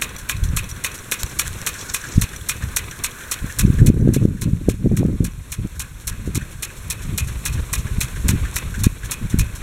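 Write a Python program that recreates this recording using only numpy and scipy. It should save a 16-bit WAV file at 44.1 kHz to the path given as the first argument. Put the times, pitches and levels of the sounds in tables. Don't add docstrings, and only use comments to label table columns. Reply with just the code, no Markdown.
import sys
import numpy as np
from scipy import signal
from scipy.fft import rfft, irfft, next_fast_len
from scipy.io import wavfile
from scipy.ndimage import uniform_filter1d, minimum_filter1d

SR = 44100
rng = np.random.default_rng(int(sys.argv[2]) if len(sys.argv) > 2 else 0)


def wav_record(signal):
    frames = np.transpose(np.atleast_2d(signal))
    bounded = np.clip(frames, -1, 1)
    quanta = np.round(bounded * 32767).astype(np.int16)
    wavfile.write(sys.argv[1], SR, quanta)


N = 424241
TIME = np.arange(N) / SR
AGE = np.arange(SR // 4) / SR


def amp(db):
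    return 10 ** (np.asarray(db) / 20)


def unit(x):
    return x / np.sqrt(np.mean(x ** 2) + 1e-20)


def curve(rows, t=TIME):
    times, *columns = np.transpose(rows)
    return [np.interp(t, times, column) for column in columns]


def add(mix, start, sound):
    part = mix[max(round(start * SR), 0):][:len(sound)]
    part += sound[:len(part)]


def noise(spectrum, n=len(AGE)):
    hz, db = np.transpose(spectrum)
    size = next_fast_len(n)
    f = np.fft.rfftfreq(size, 1 / SR)
    gain = amp(np.interp(np.log(f + 1), np.log(hz), db))
    return unit(irfft(rfft(rng.standard_normal(size)) * gain, size)[:n])


def drift(rate, n=N):
    position = np.arange(n) * rate / SR
    return np.interp(position, np.arange(n // 8), rng.standard_normal(n // 8)) * np.sqrt(3 / 2)


def burst(start, hold, fall, rise=0.0013):
    return np.clip((AGE - start) / rise, 0, 1) * np.exp(-np.maximum(AGE - start - hold, 0) / fall)


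def ring(modes, scatter_db=3):
    chance = rng.standard_normal((len(modes), 2))
    return sum(amp(db + scatter_db * louder - 60 * AGE / t60)
               * np.sin(2 * np.pi * hz * (1 + 0.0036 * sharper) * AGE)
               for (hz, db, t60), (louder, sharper) in zip(modes, chance))


# time in seconds, level in dB.
BREEZE_LEVELS = [(0, -42), (.7, -32.5), (1.1, -41.5), (1.4, -38.5), (1.8, -46), (2.7, -35), (3.2, -42.5),
                 (4.4, -11.5), (5.1, -16.5), (5.4, -28), (6.6, -33), (7.3, -28), (8.4, -27.5),
                 (9.62, -31.5)]
# start in seconds, length in seconds, level in dB.
GUST_EVENTS = [(0.314, .28, -25), (1.458, 0.14, -28.5), (2.155, 0.088, -25.5), (2.609, 0.068, -23),
               (3.407, 0.051, -30), (3.597, .15, -15), (3.798, 0.14, -4), (3.968, 0.39, -5),
               (4.467, 0.1, -9.5), (4.682, 0.013, -7), (4.8, 0.34, -6), (5.202, 0.079, -11.5),
               (5.594, 0.062, -12.5), (6.047, 0.1, -23.5), (6.198, 0.224, -17.5), (7.051, 0.13, -20.5),
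               (7.554, 0.057, -21), (7.761, 0.31, -24.5), (8.246, 0.11, -17), (8.766, .11, -20),
               (9.217, 0.04, -19.5), (9.33, .1, -21)]

def wind_level(rise_s=0.01, fall_s=0.013):
    power = amp(curve(BREEZE_LEVELS)[0]) ** 2
    for start, length, db in GUST_EVENTS:
        t = np.arange(-len(AGE), length * SR + len(AGE)) / SR
        envelope = np.exp(np.minimum(t, 0) / rise_s - np.maximum(t - length, 0) / fall_s)
        add(power, start + t[0], (amp(db) * envelope) ** 2)
    return 10 * np.log10(power)


# frequency in Hz, relative density in dB.
SLOW_EDDY_SPECTRUM = [(8, -14), (22, -3), (45, 6), (110, 0.5), (170, -7.5), (260, -24.5), (400, -31.5),
                      (700, -66), (1500, -79), (4000, -110)]
FAST_EDDY_SPECTRUM = [(8, -32), (22, 2.5), (60, 5.5), (120, 11), (210, 3), (320, -17.5), (430, -25.5),
                      (600, -42), (850, -54), (1500, -54), (4000, -100)]
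CREST_SPECTRUM = [(60, -27), (200, 7.5), (330, 0.5), (480, -11), (700, -30), (1100, -35.5), (2000, -35.5),
                  (4000, -90)]

def wind(calm_db=-24, strong_db=-8, flutter_db=4.5):
    level_db = wind_level()
    force = np.clip((level_db - calm_db) / (strong_db - calm_db), 0, 1)
    lumps_db = flutter_db * np.tanh(2.18 * drift(70))
    slow = np.sqrt(1 - force) * noise(SLOW_EDDY_SPECTRUM, N) * amp(lumps_db + 1.8 * drift(14) - 0.43)
    fast = np.sqrt(force) * noise(FAST_EDDY_SPECTRUM, N) * amp(lumps_db - 2.5)
    crackle = force * noise(CREST_SPECTRUM, N) * amp(2.05 * lumps_db - 11.5)
    return amp(level_db) * (slow + fast + crackle)


# centre time in seconds, peak in dB, characteristic frequency in Hz.
LOW_THUMPS = [(.536, -13, 122.2), (1.244, -17, 70), (2.181, 1.5, 138.3), (2.641, -15, 107),
              (3.445, -15, 165), (3.652, 2, 143), (3.703, 0.5, 136), (3.818, 6, 145), (3.902, 9.5, 220),
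              (4.076, 7, 274), (4.091, 7.5, 217), (4.166, 4.5, 262), (4.254, 12, 229), (4.535, 4, 129),
              (4.687, 10.5, 297), (4.861, 6.5, 255), (4.916, 0, 297), (5.031, -1, 400), (5.052, 6, 227),
              (5.207, 4.5, 190), (6.277, -9, 250), (6.378, -6.5, 198), (7.095, -11.5, 112),
              (7.986, -11.5, 125), (8.295, -8.5, 143), (8.869, 1.5, 173), (9.344, -4.5, 178)]

def thumps():
    out = np.zeros(N)
    lead = AGE[len(AGE) // 10]
    for centre, db, hz in LOW_THUMPS:
        phase = 2 * np.pi * hz * (AGE - lead)
        pulse = -phase / (1 + phase ** 2 / 16) ** 6
        add(out, centre - lead, amp(db) * pulse / pulse.max())
    return out


# frequency in Hz, relative density in dB.
SPRAY_SPECTRUM = [(300, -66), (1000, -2), (2000, -8), (3100, -4.5), (4000, 0), (7000, 1.5), (9000, -2),
                  (12000, -4), (16000, -17.5)]
# start in seconds, level in dB.
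STALK_SNAPS = [(1.232, -20), (1.233, -11), (1.479, -17.5), (1.616, -20)]

def stalks(decay_s=0.0013):
    out = np.zeros(N)
    for start, db in STALK_SNAPS:
        add(out, start, amp(db) * noise(SPRAY_SPECTRUM) * np.exp(-AGE / decay_s))
    return out


def beats(levels, first_s, period_s):
    times = np.arange(first_s, N / SR, period_s)
    return zip(times, *curve(levels, times))


# time in seconds, level in dB.
NEIGHBOUR_LEVELS = [(0, -35.5), (1.3, -32), (1.8, -59), (2.5, -43), (3.7, -52), (4.3, -38), (6.5, -39),
                    (7.6, -34), (9.6, -35.5)]
FAR_LEVELS = [(1.45, -32.5), (2.6, -31.5), (3.101, -34), (3.8, -30.5), (5, -38), (6.4, -33), (6.8, -39),
              (8.7, -31.5), (9.4, -37)]
# frequency in Hz, relative density in dB.
FAR_KNOCK_SPECTRUM = [(600, -32), (1200, -6), (1650, 11.5), (2100, -3.5), (2800, -5.5), (4000, -11.5),
                      (8000, -8), (16000, -31)]

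def other_sprinklers():
    out = np.zeros(N)
    for start, db in beats(NEIGHBOUR_LEVELS, first_s=0.182, period_s=0.2532):
        add(out, start, amp(db) * noise(SPRAY_SPECTRUM) * burst(0, 0.017, 0.011))
    for start, db in beats(FAR_LEVELS, first_s=1.453, period_s=0.2914):
        add(out, start, amp(db) * noise(FAR_KNOCK_SPECTRUM) * burst(0.0029, 0.0064, 0.017))
    return out


# time in seconds, relative level in dB.
SPATTER_LEVELS = [(1.1, -67), (1.2, -39), (1.55, -58), (1.75, -38.5), (1.9, -34), (2.05, -45.5),
                  (2.17, -33.5), (2.3, -70)]
# frequency in Hz, relative density in dB.
SPATTER_SPECTRUM = [(3000, -13), (5000, 4), (6000, 2), (7800, -0.5), (9500, -18), (13000, -24),
                    (16000, -35)]

def spatter():
    level_db, = curve(SPATTER_LEVELS)
    return amp(level_db - 4 + 5.7 * drift(90)) * noise(SPATTER_SPECTRUM, N)


# time in seconds, fizz of the jet in dB, wash of falling water in dB.
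WATER_LEVELS = [(0, -47, -36.5), (.37, -45.5, -42.5), (.8, -45.5, -39.5), (1.35, -41, -38.5),
                (1.75, -41.5, -38), (3.1, -44, -41), (4.3, -39.5, -36.5), (6.6, -43.5, -39),
                (8.3, -42.5, -38), (9.62, -46.5, -41)]
# frequency in Hz, relative density in dB.
FIZZ_SPECTRUM = [(2500, -11), (4000, -1.5), (5800, -1), (7800, 2), (9500, -1.5), (11500, -2), (14000, -10),
                 (16000, -22)]
WASH_SPECTRUM = [(100, 13.5), (400, 5.5), (520, 3), (780, -6), (1050, 2), (1300, 0.5), (1620, -4),
                 (1900, -1), (2450, 1.5), (3050, -7.5), (3600, -3), (4400, -9), (7000, -34)]
PIPE_SPECTRUM = [(800, -18), (1100, -7), (1320, -7.5), (1480, 1.5), (1650, 1.5), (1830, -6.5), (2100, -13),
                 (2700, -25)]

def water(drops_per_s=200, drop_decay_s=0.00018):
    fizz_db, wash_db = curve(WATER_LEVELS)
    *_, pipe_db = curve(HEAD_RADIATION)
    fizz = amp(fizz_db + 0.64 * drift(60)) * noise(FIZZ_SPECTRUM, N)
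    wash = amp(wash_db + 2.72 * drift(70)) * noise(WASH_SPECTRUM, N)
    pipe = amp(pipe_db + 2.1 * drift(30)) * noise(PIPE_SPECTRUM, N)
    landings = rng.random(N) < drops_per_s / SR
    sizes = amp(7.3 * np.minimum(rng.exponential(1, N), 4))
    envelope = signal.oaconvolve(landings * sizes, np.exp(-AGE / drop_decay_s))[:N]
    patter = unit(envelope * noise(SPRAY_SPECTRUM, N))
    return fizz + wash + pipe + amp(fizz_db - 9) * patter


def spring_squeak(swing_s, hz=13950, peak_db=-45, loudest_s=3.0, fade_db_per_s=7):
    level_db = peak_db - fade_db_per_s * abs(swing_s - loudest_s)
    return amp(level_db) * np.sin(2 * np.pi * hz * AGE) * burst(0, 0.01, 0.004)


# frequency in Hz, level in dB, 60 dB decay time in seconds.
PIVOT_MODES = [(2370, -7, 0.021), (3050, -39, 0.012), (3380, 1, 0.02), (4050, -2, 0.02), (5700, -17, 0.012),
               (5900, 5, 0.035), (7300, -11, .04), (11000, -24, .04), (14000, -27, 0.045)]

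def pivot_rattle(level_db, scatter_db=1.8):
    click = noise(SPRAY_SPECTRUM) * burst(0, 0.00081, 0.0033)
    gain = amp(level_db + scatter_db * rng.standard_normal())
    return gain * (1.02 * click + 0.61 * ring(PIVOT_MODES, scatter_db=4))


# frequency in Hz, relative density in dB.
SPLASH_SPECTRUM = [(300, -47), (1000, -37), (2000, -10), (3000, -25.5), (4000, 2.5), (5700, 4.5), (8000, 6),
                   (11500, 2), (13500, -1.5), (16000, -11)]

def deflected_jet(splash_db, spray_db):
    entry = 1.21 * burst(0, 0.0038, 0.0019, rise=0.0022) + burst(0.0056, 0.0054, 0.0049)
    splash = amp(splash_db - 3.5) * noise(SPLASH_SPECTRUM) * entry
    spray = amp(spray_db + 1.5) * noise(SPRAY_SPECTRUM) * burst(0.0029, 0.028, 0.0025)
    return (splash + spray) * amp(1.6 * drift(897, len(AGE)))


def ground_reflection(direct, delay_s, share):
    reflected = share * np.interp(AGE - delay_s, AGE, direct, left=0)
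    return (direct + reflected) / np.hypot(1, share)


# frequency in Hz, relative density in dB.
KNOCK_SPECTRUM = [(200, -31), (500, -0.5), (750, -47), (1050, 0.5), (1700, 3.5), (2500, 5.5), (3200, -0.5),
                  (4000, -0.5), (6000, -11), (11000, -9.5), (16000, -18)]
# frequency in Hz, level in dB, 60 dB decay time in seconds.
HEAD_MODES = [(1064, -25.5, 0.35), (1430, -61, 0.12), (1665, -13, 0.1), (2170, -34, 0.067),
              (3600, -17.5, 0.079), (3610, -13, 0.042), (5730, -7.5, 0.068), (6250, -16, 0.079),
              (6570, -12, 0.082), (7900, -11.5, 0.079), (11500, -11.5, 0.062)]
ARM_MODES = [(2430, -16, 0.081), (2460, -6, 0.17), (2567, -12.5, 0.33)]

def arm_knock(knock_db, ring_db, travel_s=0.0074, rebound_s=0.0286):
    strike = burst(travel_s, 0.00083, 0.0032, rise=0.0005)
    rebound = 0.2 * burst(rebound_s, 0.001, 0.01)
    tail = 0.085 * burst(travel_s, 0.005, 0.066)
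    metal = amp(knock_db + 2) * noise(KNOCK_SPECTRUM) * (strike + rebound + tail)
    add(metal, travel_s, amp(knock_db) * ring(HEAD_MODES))
    out = ground_reflection(metal, delay_s=0.0035 * rng.uniform(0.9, 1.1), share=0.17)
    flutter = amp(4 * drift(160, len(AGE)))
    add(out, travel_s, amp(ring_db - 1.5) * flutter * ring(ARM_MODES, scatter_db=0))
    return out


def swing_times(first_s=0.0137, early_period_s=0.2748, late_period_s=0.27635, early_swings=15):
    early = first_s + early_period_s * np.arange(early_swings + 1)
    return np.concatenate([early[:-1], np.arange(early[-1], N / SR, late_period_s)])


# time in seconds, then relative levels
# in dB of the splash, the deflected spray, the knock, the arm's ring and the rush in the pipe.
HEAD_RADIATION = [(0, -20.5, -29, -19, -20, -44.5), (.84, -19.5, -29, -16.5, -20, -45),
                  (1.39, -14, -26, -16.5, -21.5, -45), (1.94, -15.5, -28.5, -20, -25, -41.5),
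                  (2.6, -13.5, -29.5, -18.5, -20.5, -46), (3.4, -16.5, -26.5, -22.5, -26, -41.5),
                  (4, -11, -23, -17, -21, -44.5), (5.1, -17.5, -26.5, -21.5, -29, -49.5),
                  (6.1, -15.5, -25, -23, -22, -44.5), (7.4, -18, -29.5, -22, -21, -54.5),
                  (8.2, -17, -26.5, -19.5, -25, -46.5), (9.4, -18.5, -30, -26, -21, -49.5)]
# delay after the arm enters the jet in seconds, level in dB.
SWING_RATTLES = [(.078, -33.5), (0.15, -32.5), (.2, -37.5)]

def sprinkler(scatter_db=0.42, fade_start_s=2.4, fade_length_s=2.5, fade_db_per_s=4.5):
    out = np.zeros(N)
    for start in swing_times():
        *levels_db, _ = curve(HEAD_RADIATION, start)
        splash_db, spray_db, knock_db, ring_db = levels_db + scatter_db * rng.standard_normal(4)
        add(out, start, deflected_jet(splash_db, spray_db) + arm_knock(knock_db, ring_db))
        rattle_fade_db = fade_db_per_s * np.clip(start - fade_start_s, 0, fade_length_s)
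        for delay, db in SWING_RATTLES:
            add(out, start + delay, pivot_rattle(db - rattle_fade_db))
        add(out, start + 0.151, spring_squeak(start))
    return out


def scene():
    return (sprinkler() + other_sprinklers() + water() + spatter() + stalks() + wind() + thumps())[None]


def record(dry, notch_hz=4820, notch_width_hz=480, notch_db=-17,
           ceiling_db=0.0, recovery_db_per_s=4.5, cutoff_hz=15900):
    f = np.fft.rfftfreq(2 * SR // 100, 1 / SR)
    response = amp(notch_db / (1 + (2 * (f - notch_hz) / notch_width_hz) ** 2))
    heard = signal.oaconvolve(dry, np.fft.fftshift(irfft(response))[None], "same")
    over_db = np.maximum(20 * np.log10(abs(heard[0]) + 1e-9) - ceiling_db, 0)
    recovery_db = recovery_db_per_s * TIME
    duck_db = np.maximum.accumulate(over_db + recovery_db) - recovery_db
    gain = uniform_filter1d(minimum_filter1d(amp(-duck_db), size=300), size=300)
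    lowpass = signal.firwin(601, cutoff_hz, window=("kaiser", 8), fs=SR)
    return signal.oaconvolve(heard * gain, lowpass[None], "same")


dry = scene()
out = record(dry)
wav_record(out)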